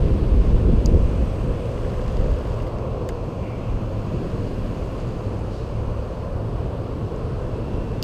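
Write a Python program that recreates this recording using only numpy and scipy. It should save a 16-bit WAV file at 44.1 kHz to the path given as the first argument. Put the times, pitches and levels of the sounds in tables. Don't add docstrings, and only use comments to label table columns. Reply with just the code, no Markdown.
import sys
import numpy as np
from scipy import signal
from scipy.fft import rfft, irfft, next_fast_len
from scipy.io import wavfile
from scipy.ndimage import uniform_filter1d

SR = 44100
rng = np.random.default_rng(int(sys.argv[2]) if len(sys.argv) > 2 else 0)


def waveform_to_disk(signal):
    frames = np.transpose(np.atleast_2d(signal))
    scaled = np.clip(frames, -1, 1) * 32767
    samples = np.round(scaled).astype(np.int16)
    wavfile.write(sys.argv[1], SR, samples)


N = 354123
T = np.arange(N) / SR

# start in seconds, length in seconds, peak level in dB.
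HAND_MOVES = [(1.5, 1.27, -56), (3.9, 1.7, -59), (7.4, .8, -73)]
# centre in Hz, width in Hz, relative level in dB.
CLOTH_BANDS = [(1920, 1200, 0), (3000, 2700, 2), (4460, 1500, 0.5), (6700, 1100, -5), (13500, 3000, -18)]
# start in seconds, length in seconds, centre in Hz, width in Hz, peak level in dB.
SWISHES_AND_HISS = [(2.2, 0.16, 483, 120, -28.5), (2.3, 0.56, 1620, 320, -55),
                    (3.405, 0.36, 2260, 380, -49.5), (3.42, .2, 2700, 300, -53),
                    (3.53, .15, 2120, 250, -54), (3.55, 0.42, 2500, 950, -53), (5.5, 0.27, 4200, 2490, -54),
                    (4.5, 2.2, 10200, 550, -78), (7.5, 1.3, 2700, 220, -55.5), (4, 0.95, 367, 230, -34),
                    (-0.1, 1.7, 1700, 790, -59), (7, 1.7, 1310, 310, -52), (0.7, 3.4, 8200, 700, -70),
                    (3.8, 1.3, 6700, 700, -70), (4, 1.2, 6650, 660, -73), (4.5, 2.3, 6700, 900, -72),
                    (3.9, 2.3, 8100, 900, -74), (6.5, 2.3, 2860, 1000, -61)]
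# frequency in Hz, relative level in dB, seconds to decay by 60 dB
REEL_MODES = [(1640, 15.5, 0.025), (2050, 13, 0.02), (2840, 12.5, 0.011), (3580, 9, 0.0051),
              (4710, 11.5, 0.0076), (5230, 4, 0.0099), (5860, 6, 0.0046), (6300, 12.5, 0.0044),
              (6900, 11, 0.006), (7600, 6, .004), (8300, 6, 0.0048), (8900, 5, 0.0041), (9800, 8, 0.004),
              (11100, -2, 0.0044), (12000, 4, 0.0041), (13200, 6, 0.0054), (14300, 8, .004)]
# time in seconds, strength in dB, most
# favoured pitch in Hz, reach around it in octaves.
REEL_CLICKS = [(.8592, -27, 5640, 0.33), (.8593, -43, 12500, .45), (.8615, -58, 13200, .2),
               (.8634, -46, 4900, .25), (.8657, -51, 4900, .25), (1.6557, -52, 3500, .8),
               (1.847, -49, 1900, 0.78), (1.7782, -46, 2600, .6), (1.94, -49, 2200, .8),
               (1.9927, -51, 1900, .6), (2.0157, -50, 3800, .8), (2.04, -51, 4700, .5),
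               (2.0623, -50, 2600, .9), (2.084, -50, 2610, 1.0), (2.126, -55, 5200, 1.1),
               (2.1695, -45, 4000, .7), (2.2114, -50, 2600, .8), (2.1908, -51, 2600, 0.97),
               (2.2581, -49, 1700, .6), (2.311, -49, 2800, .9), (2.318, -56, 6600, .8),
               (2.338, -54, 4500, .8), (2.4138, -53, 2400, .8), (2.4537, -50, 2600, .8),
               (2.3621, -54, 3000, .8), (2.3875, -55, 4400, 1.1), (2.475, -62, 14000, .5),
               (2.5192, -54, 3200, .8), (2.5826, -51, 2700, .5), (2.589, -60, 12000, 2.5),
               (2.602, -45, 3100, 0.54), (2.622, -54, 6000, .9), (2.6296, -60, 13000, 1.5),
               (2.6674, -50, 3000, .8), (2.674, -59, 13000, 1.46), (2.785, -51, 3400, 0.94),
               (3.0885, -46, 13000, 2.5), (3.0896, -37, 7700, 0.21), (3.0896, -41, 3480, 0.47),
               (3.0908, -50, 11500, .45), (3.0912, -42.5, 2000, 1.6), (3.095, -54, 4010, 1.0),
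               (3.0952, -50, 6900, .2), (3.0978, -49, 3700, .6), (3.1055, -65, 11000, .8),
               (7.1615, -54, 6300, .25), (8.0263, -23.5, 4400, 0.43), (8.0263, -31, 13500, 0.33),
               (8.027, -39, 2860, .3), (8.0275, -38, 6900, .3)]
# time in seconds, peak level in dB, pitch in Hz.
EDDY_POPS = [(0.056, -9.5, 111), (.692, -10.5, 260), (.738, -6, 170), (.888, -9, 330), (0.919, -17, 120),
             (.953, -4, 95), (0.948, -8, 300), (2.148, -17, 90)]
# frequency in Hz, relative spectral density in dB.
WIND_SPECTRUM = [(8.8, -28), (15, -1), (38, 2.5), (59, -1.5), (162, -13.5), (416, -19.5), (520, -22.5),
                 (684, -47), (900, -74), (1170, -60), (1980, -120)]
# time in seconds, level in dB.
BREEZE_LEVEL = [(0, -13), (.3, -18.5), (.8, -13), (1.2, -22), (1.35, -27.5), (2.1, -25.5), (2.8, -41),
                (3.7, -30), (4.5, -27), (5.6, -34.5), (6.5, -35.5), (8.03, -34)]
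# time of the peak in seconds, peak level in dB, tilt in dB per two octaves.
RUMBLE_PEAKS = [(.04, -9.5, -3.5), (.21, -14.5, -4), (0.382, -8.5, -2.5), (.55, -7, -5.5), (.7, -7, -2),
                (.79, -9.5, -4.5), (.95, -9, 0.5), (1.07, -11.5, -6.5), (1.24, -11.5, -2.5),
                (1.51, -18.5, 0.5), (2.22, -12, -7.5), (2.33, -15.5, -6), (2.51, -24, 1.5), (3.13, -30, -4),
                (3.75, -22.5, 0), (5.049, -24, -12), (5.89, -23, -1), (6.75, -36, 9), (7.78, -24.5, 4)]
# time in seconds, level in dB.
DRONE_LEVEL = [(0, -51), (1.3, -42.5), (1.7, -34), (2.4, -39.5), (3.1, -35.5), (3.6, -46), (6, -53),
               (7, -47), (8.03, -46)]
# centre in Hz, width in Hz.
DECK_MODES = [(105, 5.5), (115, 8.7)]
# time in seconds, level of the lower mode in dB, of the upper mode in dB.
DECK_LEVELS = [(0, -36, -35), (1.5, -38, -33), (3, -38, -35), (3.7, -32.5, -34), (5.5, -34.5, -37.5),
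               (6.6, -33, -36), (8.03, -35, -40)]
# time in seconds, frequency in Hz, level in dB.
ENGINE_NOTES = [
    [(1.25, 462, -75), (1.4, 475, -41), (1.62, 485, -34.5), (1.8, 530, -46), (1.95, 568, -38),
     (2.05, 575, -78)],
    [(3.3, 103, -65), (3.6, 104, -42), (5, 103, -46), (5.6, 107, -40), (7, 107, -46.5), (8.03, 107, -39)],
    [(5.5, 63, -66), (5.8, 64, -38), (6.1, 65, -36), (6.4, 62, -65)],
    [(6.9, 132, -65), (7.25, 133, -38.5), (8.03, 135, -38)],
    [(1.7, 89.8, -61), (1.95, 88.8, -40.5), (2.4, 87.7, -38), (3.05, 86.2, -34.5), (3.5, 86.7, -60),
     (3.6, 86.7, -80)],
]
# frequency in Hz, relative spectral density in dB.
ROAR_SPECTRUM = [(12, -30), (22, -4), (55, -1), (110, -3.5), (250, -12), (420, -13.5), (600, -16),
                 (720, -21.5), (860, -27.5), (1300, -32.5), (1900, -39), (4400, -46), (9000, -57.5),
                 (11500, -63.5), (15500, -65)]
# time in seconds, then overall, treble and low-middle gain in dB.
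ROAR_FACING = [(0, 0, 2.5, 2), (1.0, -0.5, 3, 3), (1.9, -0.5, 2.5, 0), (2.6, 1, -0.5, -2), (2.8, 1, -3, -1),
               (3.6, -1, 0, 0), (4.25, -1.5, 2.5, 6), (4.8, -1, 2, 4), (5.4, -0.5, -0.5, 0.5),
               (6.0, -0.5, -1, -3), (6.4, 0.5, -2.5, 0.5), (7.3, 1, -2.5, -0.5), (8.03, -0.5, 0, 3.5)]
# centre in Hz, width in Hz, gain in dB.
CAVITY_RESONANCES = [(490, 124, 3.5), (1041, 228, 7), (2670, 720, 4.5), (6500, 1200, 0), (8160, 1250, 2),
                     (3380, 150, 2), (5200, 360, 1.5), (5730, 500, -0.5), (7300, 500, -1)]
# time in seconds, amplitude ratio.
HOUSING_ECHO = [(0, 0.13), (2, 0.16), (3, .2), (4.5, .18), (6, 0.23), (6.5, 0.13), (8.03, 0.062)]


def undb(db):
    return 10 ** (np.asarray(db) / 20)


def curves(table):
    times, *columns = np.transpose(table)
    return [np.interp(T, times, column) for column in columns]


def wander(rate_hz):
    hold = int(SR / rate_hz)
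    steps = np.repeat(rng.standard_normal(N // hold + 1), hold)
    return 1.21 * uniform_filter1d(uniform_filter1d(steps, hold), hold)[:N]


def unit_rms(x):
    return x / np.sqrt(np.mean(x ** 2))


def resonate(x, hz, width_hz):
    return signal.lfilter(*signal.iirpeak(hz, hz / width_hz, SR), x)


def narrow_band(x, hz, width_hz):
    return unit_rms(resonate(resonate(x, hz, width_hz), hz, width_hz))


def noise_bands(spectrum, lowest_hz, count):
    size = next_fast_len(N)
    hz = np.maximum(np.arange(size // 2 + 1) * SR / size, 1)
    points_hz, points_db = np.transpose(spectrum)
    gain = unit_rms(undb(np.interp(np.log(hz), np.log(points_hz), points_db)))
    position = np.clip(2 * np.log2(hz / lowest_hz), 0, count - 1)
    for k in range(count):
        share = np.cos(np.pi / 2 * np.clip(np.abs(position - k), 0, 1))
        white = rfft(rng.standard_normal(size))
        yield lowest_hz * 2 ** (k / 2), irfft(white * gain * share, size)[:N]


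def ticks(per_second):
    occurs = rng.random(N) < per_second / SR
    size_db = 4 * np.minimum(rng.exponential(size=N), 3)
    return unit_rms(occurs * undb(size_db))


def handling():
    swell = sum(undb(db) * np.sin(np.pi * np.clip((T - start) / length, 0, 1) ** 1.2)
                for start, length, db in HAND_MOVES)
    snaps = ticks(90)
    out = 0
    for hz, width, db in CLOTH_BANDS:
        rub = 0.72 * snaps + 0.84 * ticks(220) + 0.25 * rng.standard_normal(N)
        out += undb(db) * narrow_band(rub, hz, width)
    return swell * undb(2 * wander(40)) * unit_rms(out)


def swishes_and_hiss():
    out = 0
    for start, length, hz, width, db in SWISHES_AND_HISS:
        swell = np.sin(np.pi * np.clip((T - start) / length, 0, 1) ** 0.43) ** 2
        out += undb(db) * swell * narrow_band(rng.standard_normal(N), hz, width)
    return out


def reel_clicks():
    hand_damping, loss_at_reach_db, ring_samples = 1.05, 6.5, 1024
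    t = np.arange(ring_samples) / SR
    out = np.zeros(N + ring_samples)
    for time, click_db, pitch_hz, reach in REEL_CLICKS:
        start = int(time * SR)
        for k, (hz, mode_db, t60) in enumerate(REEL_MODES):
            decay = np.exp(-np.log(1000) * t * hand_damping / t60)
            rattle = 0.13 * resonate(rng.standard_normal(ring_samples), hz, hz / 6) * np.exp(-t / 0.0039)
            rise = (1 - np.exp(-t * hz / 1.08)) ** 2
            ring = rise * (decay * np.sin(2 * np.pi * hz * t) + rattle)
            loss_db = loss_at_reach_db * (np.log2(hz / pitch_hz) / reach) ** 2
            out[start:start + ring_samples] += (-1) ** k * undb(mode_db + click_db - loss_db) * ring
    return out[:N]


def eddy_pops():
    half_width_cycles = 0.43
    out = 0
    for time, db, hz in EDDY_POPS:
        cycles = hz * (T - time)
        out += undb(db) * np.exp(-(cycles / half_width_cycles) ** 2) * np.cos(2 * np.pi * cycles)
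    return out


def wind():
    build_db_per_s, drop_db_per_s = 82, 265
    level_db, = curves(BREEZE_LEVEL)
    tilt_db = np.full(N, 0.5)
    for peak_time, peak_db, swell_tilt_db in RUMBLE_PEAKS:
        age = T - peak_time
        swell_db = peak_db - np.where(age < 0, -build_db_per_s * age, drop_db_per_s * age)
        tilt_db = np.where(swell_db > level_db, swell_tilt_db, tilt_db)
        level_db = np.maximum(level_db, swell_db)
    tilt_db = uniform_filter1d(tilt_db, size=800)
    out = 0
    for hz, band in noise_bands(WIND_SPECTRUM, lowest_hz=19.63, count=12):
        octaves_up = max(np.log2(hz / 65), 0)
        out += band * undb(octaves_up * tilt_db / 2 + 0.18 * wander(20))
    return undb(level_db) * out


def tyre_drone():
    level_db, = curves(DRONE_LEVEL)
    hum = narrow_band(rng.standard_normal(N), hz=496, width_hz=132)
    return undb(level_db + 1.1 * wander(6)) * hum


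def deck_boom():
    return sum(undb(db) * narrow_band(rng.standard_normal(N), hz, width)
               for (hz, width), db in zip(DECK_MODES, curves(DECK_LEVELS)))


def engine_notes():
    out = 0
    for note in ENGINE_NOTES:
        hz, db = curves(note)
        wavering_hz = hz * (1 + 0.0033 * wander(10))
        tone = np.sqrt(2) * np.sin(2 * np.pi * np.cumsum(wavering_hz) / SR)
        out += undb(db + 0.65 * wander(6.1)) * tone
    return out


def housing_comb(sound):
    delay_s = 0.000538
    echo_ratio, = curves(HOUSING_ECHO)
    treble = signal.lfilter(*signal.butter(1, [1300, 8000], "band", fs=SR), sound)
    return sound - echo_ratio * np.interp(T - delay_s, T, treble)


def traffic_roar():
    base_db = -26
    overall_db, treble_db, middle_db = curves(ROAR_FACING)
    roar = 0
    for hz, band in noise_bands(ROAR_SPECTRUM, lowest_hz=25.21, count=19):
        treble_share = np.clip(np.log2(hz / 1070) / 0.67, 0, 1)
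        middle_share = np.exp(-np.log2(hz / 187) ** 2 / 0.75)
        drift_db = 0.64 * wander(1.56) + 0.5 * wander(9.9)
        roar += band * undb(treble_share * treble_db + middle_share * middle_db + drift_db)
    for hz, width, db in CAVITY_RESONANCES:
        roar += (undb(db) - 1) * resonate(roar, hz, width)
    return undb(base_db + overall_db) * housing_comb(roar)


def scene():
    bridge = traffic_roar() + deck_boom() + engine_notes() + tyre_drone()
    return (bridge + wind() + eddy_pops() + swishes_and_hiss() + handling() + reel_clicks())[None]


def record(dry):
    hiss = undb(-73) * resonate(rng.standard_normal(N), hz=13500, width_hz=4000)
    fade_in = np.minimum(T / 0.002, 1)
    pressure = (dry + hiss) * fade_in
    saturated = np.tanh(1.043 * pressure) / 1.153
    bass_cut = signal.butter(2, 18, "high", fs=SR, output="sos")
    top_cut = signal.ellip(8, 0.5, 60, 15000, fs=SR, output="sos")
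    return signal.sosfilt(top_cut, signal.sosfilt(bass_cut, saturated))


dry = scene()
out = record(dry)
waveform_to_disk(out)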